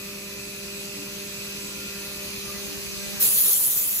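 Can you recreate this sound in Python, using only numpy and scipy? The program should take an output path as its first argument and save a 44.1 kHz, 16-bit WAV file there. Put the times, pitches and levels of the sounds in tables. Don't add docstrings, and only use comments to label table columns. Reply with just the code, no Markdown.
import sys
import numpy as np
from scipy import signal
from scipy.fft import rfft, irfft, next_fast_len
from scipy.io import wavfile
from scipy.ndimage import uniform_filter1d, map_coordinates

SR = 44100
rng = np.random.default_rng(int(sys.argv[2]) if len(sys.argv) > 2 else 0)


def wrap_up_sound(samples):
    columns = np.atleast_2d(samples).T
    tamed = np.clip(columns, -1, 1)
    steps = np.round(tamed * 32767).astype(np.int16)
    wavfile.write(sys.argv[1], SR, steps)


N = 176400

# (frequency [Hz], level [dB], waver [dB])
MOTOR_TONES = [(40.2, -64.5, 1), (70.7, -62, 3.5), (118.4, -62, 2.5), (220, -58.5, -1.5), (290.4, -60, 7),
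               (311.5, -61.5, 1.5), (352, -60.5, -1), (525, -59.5, 4.5)]
# (time [s], relative level [dB])
BASS_SWELL = [(0, -3), (.8, -1), (2.3, 1), (2.9, 2.5), (3.4, 0.5), (3.7, 1.5), (4, 2)]
# (delay [s], frequency [Hz], half-width [s], level [dB], swell share [ratio])
PUMP_MODES = [(-0.0012, 63, 0.017, -50.5, 2.5), (-.003, 132.4, .014, -44.5, 0.45),
              (-0.035, 182, 0.014, -43, .1), (-0.019, 300, 0.0095, -50, .1)]
# (frequency [Hz], relative density [dB])
RUMBLE_SPECTRUM = [(20, -24), (45, -7), (70, -11), (100, -6), (190, -4), (260, -1.5), (380, -4), (520, -8),
                   (720, -13.5), (1100, -16), (2500, -29), (6000, -58)]
SPRAY_SPECTRUM = [(300, -56), (1000, -6.5), (1600, -8), (2300, -3.5), (3300, -2.5), (4100, 1.5), (5600, -3),
                  (6400, -3), (7300, -5), (9000, -5), (12000, -3.5), (14500, -4), (15600, -51)]
JET_SPECTRUM = [(300, -22), (1500, -21.5), (2300, -19.5), (3000, -14), (3500, -11), (5000, -11.5),
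                (7500, -2.5), (9500, -1), (10450, 4), (11100, 1), (12500, 5.2), (13300, 5.5), (14300, 2.5),
                (15600, -1)]
SPLASH_SPECTRUM = [(60, -12), (150, 5), (260, -22), (360, 5), (410, 2.5), (460, 11.5), (540, -12),
                   (700, -9), (1300, -5.5), (2500, -15), (4200, -6), (8000, -14)]
SCRAPE_SPECTRUM = [(600, -45), (1500, -25), (2250, -4), (2430, 9.5), (2660, 8.5), (2850, -8.5), (4000, -41),
                   (8000, -50)]
# (time [s], level [dB])
JET_LEVEL = [(3.2, -19.5), (3.25, -13), (3.285, -17), (3.33, -16), (3.42, -14), (3.51, -13), (3.56, -15),
             (3.78, -15.5), (3.84, -17), (4, -18.5)]
SPLASH_LEVEL = [(3.2, -61), (3.25, -40.5), (3.33, -56), (3.41, -52.5), (3.48, -33.5), (3.56, -49),
                (3.75, -45.5), (4, -58)]
# (time [s], level [dB])
ORDER_1_LEVEL = [(0, -46), (1.9, -45), (2.35, -45), (2.85, -45.5), (3.1, -40.5), (3.35, -46), (4, -46)]
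ORDER_2_LEVEL = [(0, -46), (.9, -44.5), (1.7, -46.5), (2.3, -44.5), (2.8, -44), (3.05, -47.5), (4, -54)]
ORDER_3_LEVEL = [(0, -53.5), (1.3, -51.5), (1.55, -56.5), (1.9, -59), (2.15, -49), (2.27, -47), (2.33, -66),
                 (2.44, -66), (2.5, -48.5), (2.62, -51.5), (2.76, -55), (2.9, -55.5), (3.05, -47.5),
                 (3.3, -51.5), (4, -53)]
WHISTLE_LEVEL = [(0, -51), (.6, -47.5), (.95, -48), (1.1, -54), (1.25, -47), (1.72, -46), (2.1, -52),
                 (2.55, -55), (2.8, -46.5), (3.2, -44), (4, -45)]
# (time [s], level [dB])
SCRAPE_LEVEL = [(0, -46), (.8, -45), (1.4, -44), (2, -45), (2.7, -46), (4, -49)]
RING_LEVEL = [(0, -48.5), (1.2, -44.5), (2.2, -45.5), (3, -41.5), (4, -52)]
# (frequency [Hz], bandwidth [Hz], relative level [dB])
METAL_MODES = [(3510, 78, -20), (4320, 220, 0), (5070, 160, 4), (5460, 200, -6), (6070, 200, 1.5),
               (6400, 49, 7), (6670, 58, 2)]
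# (frequency [Hz], level before the bite gain [dB])
TEETH_SPECTRUM = [(800, -71), (1000, -69), (1400, -66), (1600, -69), (2000, -64.5), (2200, -66),
                  (2400, -54.5), (2600, -53), (2950, -56), (3400, -75), (4200, -83), (5000, -68),
                  (6600, -67)]
# (time [s], gain [dB])
BITE_GAIN = [(0, 0.5), (1.2, 3), (2, 2.5), (3, 4.5), (4, 7.5)]
# (centre [s], duration [s], order [number], level [dB])
SINGING_ORDERS = [(1.98, .6, 9, -54.8), (1.95, .55, 7, -58), (1.95, .36, 10, -59.5), (2.18, .26, 6, -61),
                  (2.52, .18, 6, -53.5), (2.58, .12, 10, -52.5), (2.58, .1, 9, -56), (3.03, .14, 8, -52.5),
                  (3.1, .16, 10, -54), (3.18, .07, 8, -55)]
# (frequency [Hz], correlation [0-1])
PORT_CORRELATION = [(60, .95), (150, .8), (450, .75), (1400, .6), (2200, .35), (4100, .08), (6400, .45),
                    (7300, .4), (9000, .78), (15000, .86)]
# (frequency [Hz], left lead [rad])
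PORT_LEAD = [(200, 0), (400, -.8), (600, -1), (900, .5), (1400, 0), (1950, 0), (2300, 2.3), (5300, 3.6),
             (6100, 6.6), (6700, 6.3)]
NODE_LEAD = [(70, 0), (130, .9), (200, 1.9), (265, 3.4), (275, -2.6), (400, 0)]
# (time [s], nearness [0-1])
NODE_NEARNESS = [(0, .2), (2.3, .25), (2.9, .9), (4, 1)]
# (frequency [Hz], left minus right [dB])
PORT_BALANCE = [(400, 0), (1400, -2), (3000, -0.3), (5500, -2), (9000, 0)]

SPINDLE_HZ, SPEED_WANDER = 199.7, 0.00041
WHISTLE_HZ, BEAT_HZ, BEAT_SHARE = 7798, 10, 0.26
PUMP_HZ, FIRST_STROKE_S, STROKE_SCATTER_DB = 10.045, .097, 0.15
SPRAY_DB, SPRAY_RISE_DB_PER_S, DROPS_RELATIVE_DB, DROPS_PER_S = -39.5, 1.2, -17.5, 1700
VALVE_OPENS_S, VALVE_ATTACK_S = 3.195, .014
PORT_LAG_S, LAG_FROM_HZ = .0002956, 6770
AGC_THRESHOLD_DB, AGC_SLOPE, AGC_TIME_S, BAND_LIMIT_HZ = -26.5, 0.61, 0.46, 15750
TIME = np.arange(N) / SR


def amp(db):
    return 10 ** (np.asarray(db) / 20)


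def unit(x):
    return x / np.sqrt(np.mean(x ** 2) + 1e-20)


def along(points, hz):
    frequencies, values = np.transpose(points)
    return np.interp(np.log(hz + 1), np.log(frequencies + 1), values)


def curve(points):
    return np.interp(TIME, *np.transpose(points))


def wobble(rate):
    return map_coordinates(rng.standard_normal(int(N * rate / SR) + 4), [TIME * rate])


def tone(cycles):
    return np.sqrt(2) * np.sin(2 * np.pi * (cycles + rng.random()))


def filtered(x, response):
    size = next_fast_len(N + SR // 4)
    return irfft(rfft(x, size) * response(np.fft.rfftfreq(size, 1 / SR)), size)[..., :N]


def coloured(pair, spectrum):
    def response(hz):
        angle = np.arccos(np.clip(along(PORT_CORRELATION, hz), -1, 1)) / 2
        return amp(along(spectrum, hz)) * [np.cos(angle), np.sin(angle)]
    mid, side = filtered(pair, response)
    return unit(np.array([mid + side, mid - side]))


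def rush(spectrum, patchy_db):
    cells = signal.stft(rng.standard_normal((2, N)), nperseg=512)[2]
    patches = uniform_filter1d(rng.standard_normal(cells.shape[1:]), size=7, axis=0)
    patches = uniform_filter1d(patches, size=8, axis=1)
    pair = signal.istft(cells * amp(patchy_db * unit(patches)), nperseg=512)[1][:, :N]
    return coloured(pair, spectrum)


def machinery():
    hum = sum(amp(db + waver_db * wobble(14)) * tone(hz * TIME + 0.022 * wobble(5.84))
              for hz, db, waver_db in MOTOR_TONES)
    rumble = amp(-50 + curve(BASS_SWELL) / 2) * rush(RUMBLE_SPECTRUM, patchy_db=1.0)
    return hum + rumble


def pump():
    throb = np.zeros(N)
    for delay, hz, half_width, db, swell_share in PUMP_MODES:
        strokes = (TIME - FIRST_STROKE_S - delay) * PUMP_HZ
        from_peak_s = ((strokes + .5) % 1 - .5) / PUMP_HZ
        level_db = db + swell_share * curve(BASS_SWELL) + STROKE_SCATTER_DB * wobble(PUMP_HZ)
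        envelope = np.exp(-(from_peak_s / half_width) ** 2) * np.cos(np.pi * PUMP_HZ * from_peak_s)
        throb += amp(level_db) * envelope * np.sin(2 * np.pi * hz * from_peak_s)
    return throb


def coolant():
    impacts = (rng.random((2, N)) < DROPS_PER_S / SR) * rng.standard_normal((2, N))
    level_db = SPRAY_DB + SPRAY_RISE_DB_PER_S * TIME + 0.28 * wobble(12.33)
    hiss = rush(SPRAY_SPECTRUM, patchy_db=1.5)
    drops = amp(DROPS_RELATIVE_DB) * coloured(impacts, SPRAY_SPECTRUM)
    return amp(level_db) * (hiss + drops)


def air_gun():
    valve = np.clip((TIME - VALVE_OPENS_S) / VALVE_ATTACK_S, 0, 1)
    jet_db = curve(JET_LEVEL) + 0.5 * wobble(51) + .55 * wobble(600)
    jet = amp(jet_db) * rush(JET_SPECTRUM, patchy_db=2.5)
    splutter = amp(curve(SPLASH_LEVEL) + 2.6 * wobble(70)) * rush(SPLASH_SPECTRUM, patchy_db=4.0)
    return valve * (jet + splutter)


def spindle(turns, waver_db=.8, jitter_cycles=.017):
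    drone = sum(amp(curve(level) + waver_db * wobble(18)) * tone(k * (turns + jitter_cycles * wobble(24.12)))
                for k, level in enumerate((ORDER_1_LEVEL, ORDER_2_LEVEL, ORDER_3_LEVEL), 1))
    neighbour = BEAT_SHARE * amp(curve(ORDER_1_LEVEL)) * tone(turns + BEAT_HZ * TIME)
    whistle_db = curve(WHISTLE_LEVEL) + 2.5 * wobble(14)
    whistle = amp(whistle_db) * tone(WHISTLE_HZ * TIME + 0.055 * wobble(29.9))
    return drone + neighbour + whistle


def metal_ring():
    def response(hz):
        return sum((-1) ** k * amp(db) * 1j * hz * width / (mode_hz ** 2 - hz ** 2 + 1j * hz * width)
                   for k, (mode_hz, width, db) in enumerate(METAL_MODES))
    return amp(curve(RING_LEVEL)) * unit(filtered(rng.standard_normal((2, N)), response))


def tool_scrape(turns, flutter_db=1.1, pulse_depth=0.11):
    envelope = amp(flutter_db * wobble(50)) * (1 + pulse_depth * tone(turns))
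    return amp(curve(SCRAPE_LEVEL)) * unit(envelope * rush(SCRAPE_SPECTRUM, patchy_db=1.47))


def cutter_teeth(turns, waver_db=3.5):
    buzz = np.zeros(N)
    for order in range(4, 34):
        level_db = along(TEETH_SPECTRUM, order * SPINDLE_HZ) + waver_db * wobble(5.79)
        buzz += amp(level_db) * tone(order * turns + 0.032 * wobble(22.27))
    singing = np.zeros(N)
    for centre, duration, order, db in SINGING_ORDERS:
        swell = np.sqrt(np.clip(1 - (2 * (TIME - centre) / duration) ** 2, 0, 1))
        singing += amp(db + 4.1 * wobble(50)) * swell * tone(order * turns + .045 * wobble(40))
    return amp(curve(BITE_GAIN)) * buzz + singing


def phase_split(radians):
    return np.exp(.5j * np.array([radians, -radians]))


def standing_wave(sound):
    nearness = np.clip(curve(NODE_NEARNESS), 0, 1)
    at_node = filtered(sound, lambda hz: phase_split(along(NODE_LEAD, hz)))
    return (1 - nearness) * sound + nearness * at_node


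def port_response(hz):
    lead = along(PORT_LEAD, hz) - 2 * np.pi * PORT_LAG_S * np.maximum(hz - LAG_FROM_HZ, 0)
    balance = amp(along(PORT_BALANCE, hz) * np.array([[.5], [-.5]]))
    return phase_split(lead) * balance


def scene():
    turns = np.cumsum(SPINDLE_HZ * (1 + SPEED_WANDER * wobble(4.08))) / SR
    milling = spindle(turns) + cutter_teeth(turns) + tool_scrape(turns) + metal_ring()
    sound = milling + machinery() + pump() + coolant() + air_gun()
    return filtered(standing_wave(sound), port_response)


def record(dry):
    power = np.abs(uniform_filter1d(np.mean(dry ** 2, axis=0), size=441))
    excess_db = np.maximum(10 * np.log10(power + 1e-12) - AGC_THRESHOLD_DB, 0)
    step = 1 / (AGC_TIME_S * SR)
    smoothed_db = signal.lfilter([step], [1, step - 1], excess_db)
    return filtered(dry * amp(-AGC_SLOPE * smoothed_db), lambda hz: hz < BAND_LIMIT_HZ)


dry = scene()
out = record(dry)
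wrap_up_sound(out)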